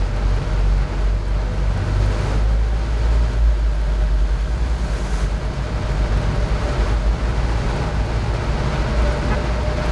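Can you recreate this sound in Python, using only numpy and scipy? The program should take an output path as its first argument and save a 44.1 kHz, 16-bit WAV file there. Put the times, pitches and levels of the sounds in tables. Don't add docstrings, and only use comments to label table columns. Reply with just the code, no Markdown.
import sys
import numpy as np
from scipy import signal
from scipy.fft import rfft, irfft, next_fast_len
from scipy.io import wavfile
from scipy.ndimage import map_coordinates

SR = 44100
rng = np.random.default_rng(int(sys.argv[2]) if len(sys.argv) > 2 else 0)


def int16_out(signal):
    q = np.round(np.clip(np.atleast_2d(signal).T, -1, 1) * 32767)
    wavfile.write(sys.argv[1], SR, q.astype(np.int16))


N = 437031
TIME = np.arange(N) / SR

# t/s, firing f/Hz
FIRING_RATE = [(0, 46.4), (1, 47.6), (1.5, 48.7), (2.1, 50), (2.6, 53), (3.1, 56), (3.5, 57.9), (4.1, 59.4),
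               (4.7, 59), (5.3, 57.9), (6, 57.2), (7, 56.7), (8.4, 56.4), (9.2, 57.2), (9.9, 59.1)]
# t/s, firing tone level/dB, octave level/dB
ENGINE_EFFORT = [(0, -20.5, -32.5), (.8, -18, -29), (1.3, -19.5, -36), (1.6, -20.5, -33),
                 (1.75, -21, -25.5), (2.15, -19.5, -23.5), (2.45, -16.5, -31.5), (2.8, -23, -35),
                 (3.3, -21, -31), (3.8, -34, -40.5), (4.7, -20, -41), (5.2, -29.5, -47), (6, -25, -49),
                 (7.5, -21.5, -33), (8.2, -24, -28.5), (8.7, -24.5, -37), (9.55, -21, -42),
                 (9.9, -25.5, -37.5)]
# t/s, depth/dB
BOOM_DIPS = [(.43, 4), (.88, 11), (1.22, 6), (1.82, 4), (2.25, 8)]
# t/s, whine level/dB
GEAR_LOAD = [(0, -39), (1.2, -45.5), (1.9, -39), (2.5, -43), (4, -44.5), (5.2, -48), (5.8, -40), (6.7, -42),
             (7.6, -39.5), (8.55, -40), (8.9, -36), (9.05, -28.5), (9.25, -25.5), (9.53, -32.5),
             (9.66, -28), (9.9, -27.5)]
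# t/s, f/Hz, level/dB
THROB_NOTE = [(0, 50.7, -29), (.65, 48.8, -24.5), (1.3, 52.1, -28), (2, 52.1, -29), (2.9, 55, -26),
              (3.45, 53.6, -14), (3.8, 51.2, -18), (4.2, 48.6, -15.5), (4.7, 49.4, -26), (5.2, 48.2, -17.5),
              (5.6, 50.6, -28), (6, 49.6, -19), (6.65, 49, -25), (7, 50.4, -16), (7.4, 49.8, -29),
              (8.4, 50.3, -29), (8.8, 50.2, -33), (9.07, 55.5, -23.5), (9.4, 51.8, -32), (9.9, 54.2, -31)]
# t/s, rumble level/dB, roar level/dB, hiss level/dB
ROAD_LEVELS = [(0, -32, -33.5, -45), (1.25, -31, -35.5, -48), (2.6, -33.5, -35, -46),
               (4.4, -34.5, -35.5, -45.5), (5.45, -30.5, -33, -43.5), (6, -27.5, -30, -43),
               (7.05, -31.5, -33, -45), (8.05, -27.5, -30, -42.5), (8.7, -26.5, -27, -41),
               (9.55, -27.5, -29, -42.5), (9.9, -27, -27, -40)]
# t/s, change of rumble level/dB
WHEEL_JOLTS = [(.63, -1), (1.1, -4), (1.57, 2), (4.65, 4), (6.18, 1), (7.84, 1)]
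# f/Hz, level/dB
RUMBLE_SPECTRUM = [(18, -11), (27, -6), (36, 4), (55, 2.5), (72, 0), (85, -4), (150, -3), (200, -9.5),
                   (290, -18.5), (600, -60.5)]
# f/Hz, width/Hz, level/dB
PANEL_MODES = [(47.5, 2.8, -1), (100, 11, 4.5), (130, 16.3, 1.5), (156.4, 40, -2.5), (225, 13.5, 3.5),
               (253.4, 6.6, 6)]
# f/Hz, level/dB
ROAR_SPECTRUM = [(150, -8), (270, -3.5), (340, -1), (480, -0.5), (680, -3.5), (900, -3.5), (1200, -5.5),
                 (1600, -8.5), (1800, -11), (2300, -11.5), (3400, -18.5), (4400, -19.5), (5500, -23),
                 (10000, -50)]
# f/Hz, width/Hz, level/dB
CAB_MODES = [(354, 37, 4.5), (427, 47, 3), (484, 27, -1), (590, 15, 5.5), (618, 17.7, 10), (772, 92, 0.5),
             (915, 35, 1), (1137, 18, -13), (1332, 102, 2), (1479, 16.5, 5.5), (1570, 130, -2),
             (1900, 65, 0.5), (4440, 90, 1.5)]
# f/Hz, level/dB
AIR_SPECTRUM = [(1500, -10), (3200, 3), (4400, 6.5), (5700, -0.5), (6600, 2.5), (7600, -4), (8500, -5),
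                (9600, -10.5), (10800, -12), (12000, -58)]
# f/Hz, width/Hz, level/dB
TRIM_MODES = [(4400, 1500, 0), (8000, 2000, -1)]
# t/s, level/dB
RASP_LEVELS = [(0, -57), (2, -51.5), (3.1, -47), (3.6, -48.5), (4.4, -46), (5, -49), (9.9, -62)]
# f/Hz, width/Hz, level/dB
COVER_MODES = [(1566, 116, 1.5), (3100, 380, -9.5)]
# closest t/s, rise time/s, road noise lift/dB, thrown-back hiss level/dB
VEHICLES = [(.53, .4, 1.5, -68), (1.04, 0.9, 2, -71), (2.34, 0.58, 6.5, -50), (3.12, 0.28, 2, -69),
            (3.33, 0.35, 3, -69), (3.98, 0.096, 1.5, -70), (5.22, 0.4, 3, -43.5), (6.88, 0.41, 3.5, -57),
            (7.82, 0.98, 3, -57), (9.06, 0.1, 0.5, -62), (9.43, 0.64, 1.5, -62)]
# f/Hz, level/dB
FLANK_SPECTRUM = [(2000, -2.5), (4500, -2), (6300, 7), (7600, 1), (8600, -1), (10000, -2.5), (11300, -10)]
# t/s, level/dB
TRIM_KNOCKS = [(.361, -35), (1.283, -36), (5.758, -32), (6.173, -31), (8.34, -31), (9.078, -30),
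               (9.125, -31), (9.862, -26)]
# start t/s, end t/s, first f/Hz, last f/Hz, level/dB
HUMS = [(.6, 1.5, 334, 341, -45), (2.15, 2.74, 441, 439, -44), (2.499, 2.9, 780, 774, -46),
        (3.7, 4.7, 156.4, 164, -40), (4.2, 4.697, 131, 133, -36), (4.6, 5.4, 185, 187, -40.5),
        (5.2, 6.1, 135, 132.2, -35), (5.9, 6.8, 102.1, 101.2, -32.5), (5.9, 6.6, 144.5, 151.1, -34),
        (7.1, 8.3, 827, 823, -43.5), (7.1, 8.2, 1485, 1504, -47), (8.402, 9.5, 214.5, 218.6, -35)]
# start t/s, length/s, f/Hz, level/dB
HORN_REEDS = [(9.302, .034, 423, -25.8), (9.313, .037, 505, -27.5)]
# f/Hz, level/dB
HORN_FLARE = [(420, -2), (850, 1), (1300, 0), (1700, -1.5), (2100, -8), (2550, -13), (3100, -28)]


def undb(db):
    return 10 ** (np.asarray(db) / 20)


def unit(x):
    return x / np.sqrt(np.mean(x ** 2))


def curves(table):
    times, *columns = np.transpose(table)
    return [np.interp(TIME, times, column) for column in columns]


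def colour(points, f):
    hz, db = np.transpose(points)
    return undb(np.interp(np.log(f), np.log(hz), db))


def resonances(modes, f):
    return sum(undb(db) / (1 + 1j * (f * f - hz * hz) / (f * width)) for hz, width, db in modes)


def shaped(x, response, table):
    size = next_fast_len(N)
    f = np.maximum(np.fft.rfftfreq(size, 1 / SR), 1)
    return unit(irfft(rfft(x, size) * response(table, f), size)[:N])


def noise():
    return rng.standard_normal(N)


def wander(rate_hz):
    steps = rng.standard_normal(4096)
    coarse = map_coordinates(steps, [TIME[::64] * rate_hz], order=3, mode="wrap")
    return unit(coarse.repeat(64)[:N])


def turning(hz):
    return 2 * np.pi * np.cumsum(hz) / SR


def swell(peak_s, rise_s, drop_s):
    offset = np.maximum((peak_s - TIME) / rise_s, (TIME - peak_s) / drop_s)
    return np.exp(1 - np.sqrt(1 + 2 * offset ** 2))


def engine(phase, firing_db, octave_db, load_db, orders_db=-12, fall_db=-2.5):
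    firing = undb(firing_db + .5 * wander(9)) * np.sin(phase)
    octave = undb(octave_db + .8 * wander(11)) * np.sin(2 * phase)
    orders = sum(undb(fall_db * k + 3 * wander(6)) * np.sin(k * phase / 2 + rng.uniform(0, 2 * np.pi))
                 for k in range(5, 12))
    return np.sqrt(2) * (firing + octave) + undb(load_db + orders_db) * unit(orders)


def gear_whine(firing_hz, level_db, mesh_ratio=10.33, waver=.006, flutter=.62):
    phase = turning(mesh_ratio * firing_hz * (1 + waver * wander(25)))
    return undb(level_db - 3) * unit((1 + flutter * wander(19)) * np.sin(phase))


def throb(waver_db=.8):
    hz, db = curves(THROB_NOTE)
    return np.sqrt(2) * undb(db + waver_db * wander(3.57)) * np.sin(turning(hz))


def body_rumble(level_db, floor_db=1, panels_db=-2, bumps_db=.6):
    jolt_db = sum(db * swell(s, rise_s=.041, drop_s=.041) for s, db in WHEEL_JOLTS)
    floor = undb(floor_db) * shaped(noise(), colour, RUMBLE_SPECTRUM)
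    shake = shaped(noise(), colour, RUMBLE_SPECTRUM)
    panels = undb(panels_db) * shaped(shake, resonances, PANEL_MODES)
    return undb(level_db + jolt_db + bumps_db * wander(5.7)) * (floor + panels)


def roar(phase, level_db, window_db=-2, cab_db=-4.5, knocks_db=-18, pulsing=.082, sharpness=900):
    rush = shaped(noise() * (1 + pulsing * np.cos(2 * phase)), colour, ROAR_SPECTRUM)
    knocks = undb(2 * wander(60)) * np.exp(sharpness * (np.cos(phase) - 1))
    drive = shaped(noise() + undb(knocks_db) * unit(np.gradient(knocks)), colour, ROAR_SPECTRUM)
    ringing = undb(cab_db + .5 * wander(10)) * shaped(drive, resonances, CAB_MODES)
    direct = undb(window_db + .5 * wander(12)) * rush
    return undb(level_db) * (direct + ringing)


def trim_ring(knocks, decay_s=.00066):
    envelope = signal.lfilter([1], [1, -np.exp(-1 / (decay_s * SR))], knocks)
    return shaped(envelope * noise(), resonances, TRIM_MODES)


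def window_hiss(level_db, air_db=-4, ticks_db=-19, tick_spread_db=4, ticks_per_s=110):
    air = undb(air_db + .5 * wander(30)) * shaped(noise(), colour, AIR_SPECTRUM)
    struck = rng.random(N) < ticks_per_s / SR
    strength = undb(tick_spread_db * np.clip(noise(), -2, 2))
    return undb(level_db) * (air + undb(ticks_db) * trim_ring(struck * strength))


def cover_rasp(phase, depth=.65):
    db, = curves(RASP_LEVELS)
    return undb(db) * shaped(noise() * (1 + depth * np.cos(phase)), resonances, COVER_MODES)


def passing_vehicles(drop_s=.06, focus=1.2):
    lift_db = flank_gain = 0
    for closest_s, rise_s, peak_lift_db, hiss_db in VEHICLES:
        nearness = swell(closest_s, rise_s, drop_s)
        lift_db += peak_lift_db * nearness
        flank_gain += undb(hiss_db) * nearness ** focus
    return lift_db, flank_gain


def flank_hiss(gain):
    return gain * shaped(noise(), colour, FLANK_SPECTRUM)


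def trim_clicks():
    knocks = np.zeros(N)
    for s, db in TRIM_KNOCKS:
        knocks[int(s * SR)] = undb(db)
    ringing = trim_ring(knocks)
    return ringing * knocks.max() / np.abs(ringing).max()


def brief_hums(waver=.0039):
    out = 0
    for start, end, first_hz, last_hz, db in HUMS:
        progress = np.clip((TIME - start) / (end - start), 0, 1)
        hz = (first_hz + (last_hz - first_hz) * progress) * (1 + waver * wander(30))
        arch = np.sqrt(8 * progress * (1 - progress))
        out += undb(db + 2 * wander(16)) * arch * np.sin(turning(hz))
    return out


def horn(rise_s=.012, ring_s=.01, waver=.003):
    out = 0
    for start, length, hz, db in HORN_REEDS:
        phase = turning(hz * (1 + waver * wander(90)))
        reed = sum(colour(HORN_FLARE, k * hz) * np.sin(k * phase + rng.uniform(0, 2 * np.pi))
                   for k in range(1, 7))
        attack = np.clip((TIME - start) / rise_s, 0, 1)
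        release = np.exp(-np.clip(TIME - start - length, 0, 1) / ring_s)
        out += undb(db) * attack * release * unit(reed)
    return out


def scene(buffet_db=.53, rumble_share=.95, hiss_share=.89):
    firing_hz, = curves(FIRING_RATE)
    firing_db, octave_db = curves(ENGINE_EFFORT)
    gears_db, = curves(GEAR_LOAD)
    rumble_db, roar_db, hiss_db = curves(ROAD_LEVELS)
    phase = turning(firing_hz)
    lift_db, flank_gain = passing_vehicles()
    shake_db = rumble_db + rumble_share * lift_db
    dip_db = sum(db * swell(s, rise_s=.016, drop_s=.016) for s, db in BOOM_DIPS)
    bus = engine(phase, firing_db - dip_db, octave_db, shake_db)
    bus += body_rumble(shake_db) + gear_whine(firing_hz, gears_db)
    eddies = undb(buffet_db * wander(45))
    road = roar(phase, roar_db + lift_db)
    road += window_hiss(hiss_db + hiss_share * lift_db) + flank_hiss(flank_gain)
    bed = bus + undb(-dip_db) * throb() + cover_rasp(phase) + eddies * road
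    return (bed + trim_clicks() + brief_hums() + horn())[None]


def record(dry):
    low_cut = signal.butter(2, 16, "high", fs=SR, output="sos")
    high_cut = signal.ellip(8, .2, 70, 11400, fs=SR, output="sos")
    return signal.sosfilt(high_cut, signal.sosfilt(low_cut, dry))


dry = scene()
out = record(dry)
int16_out(out)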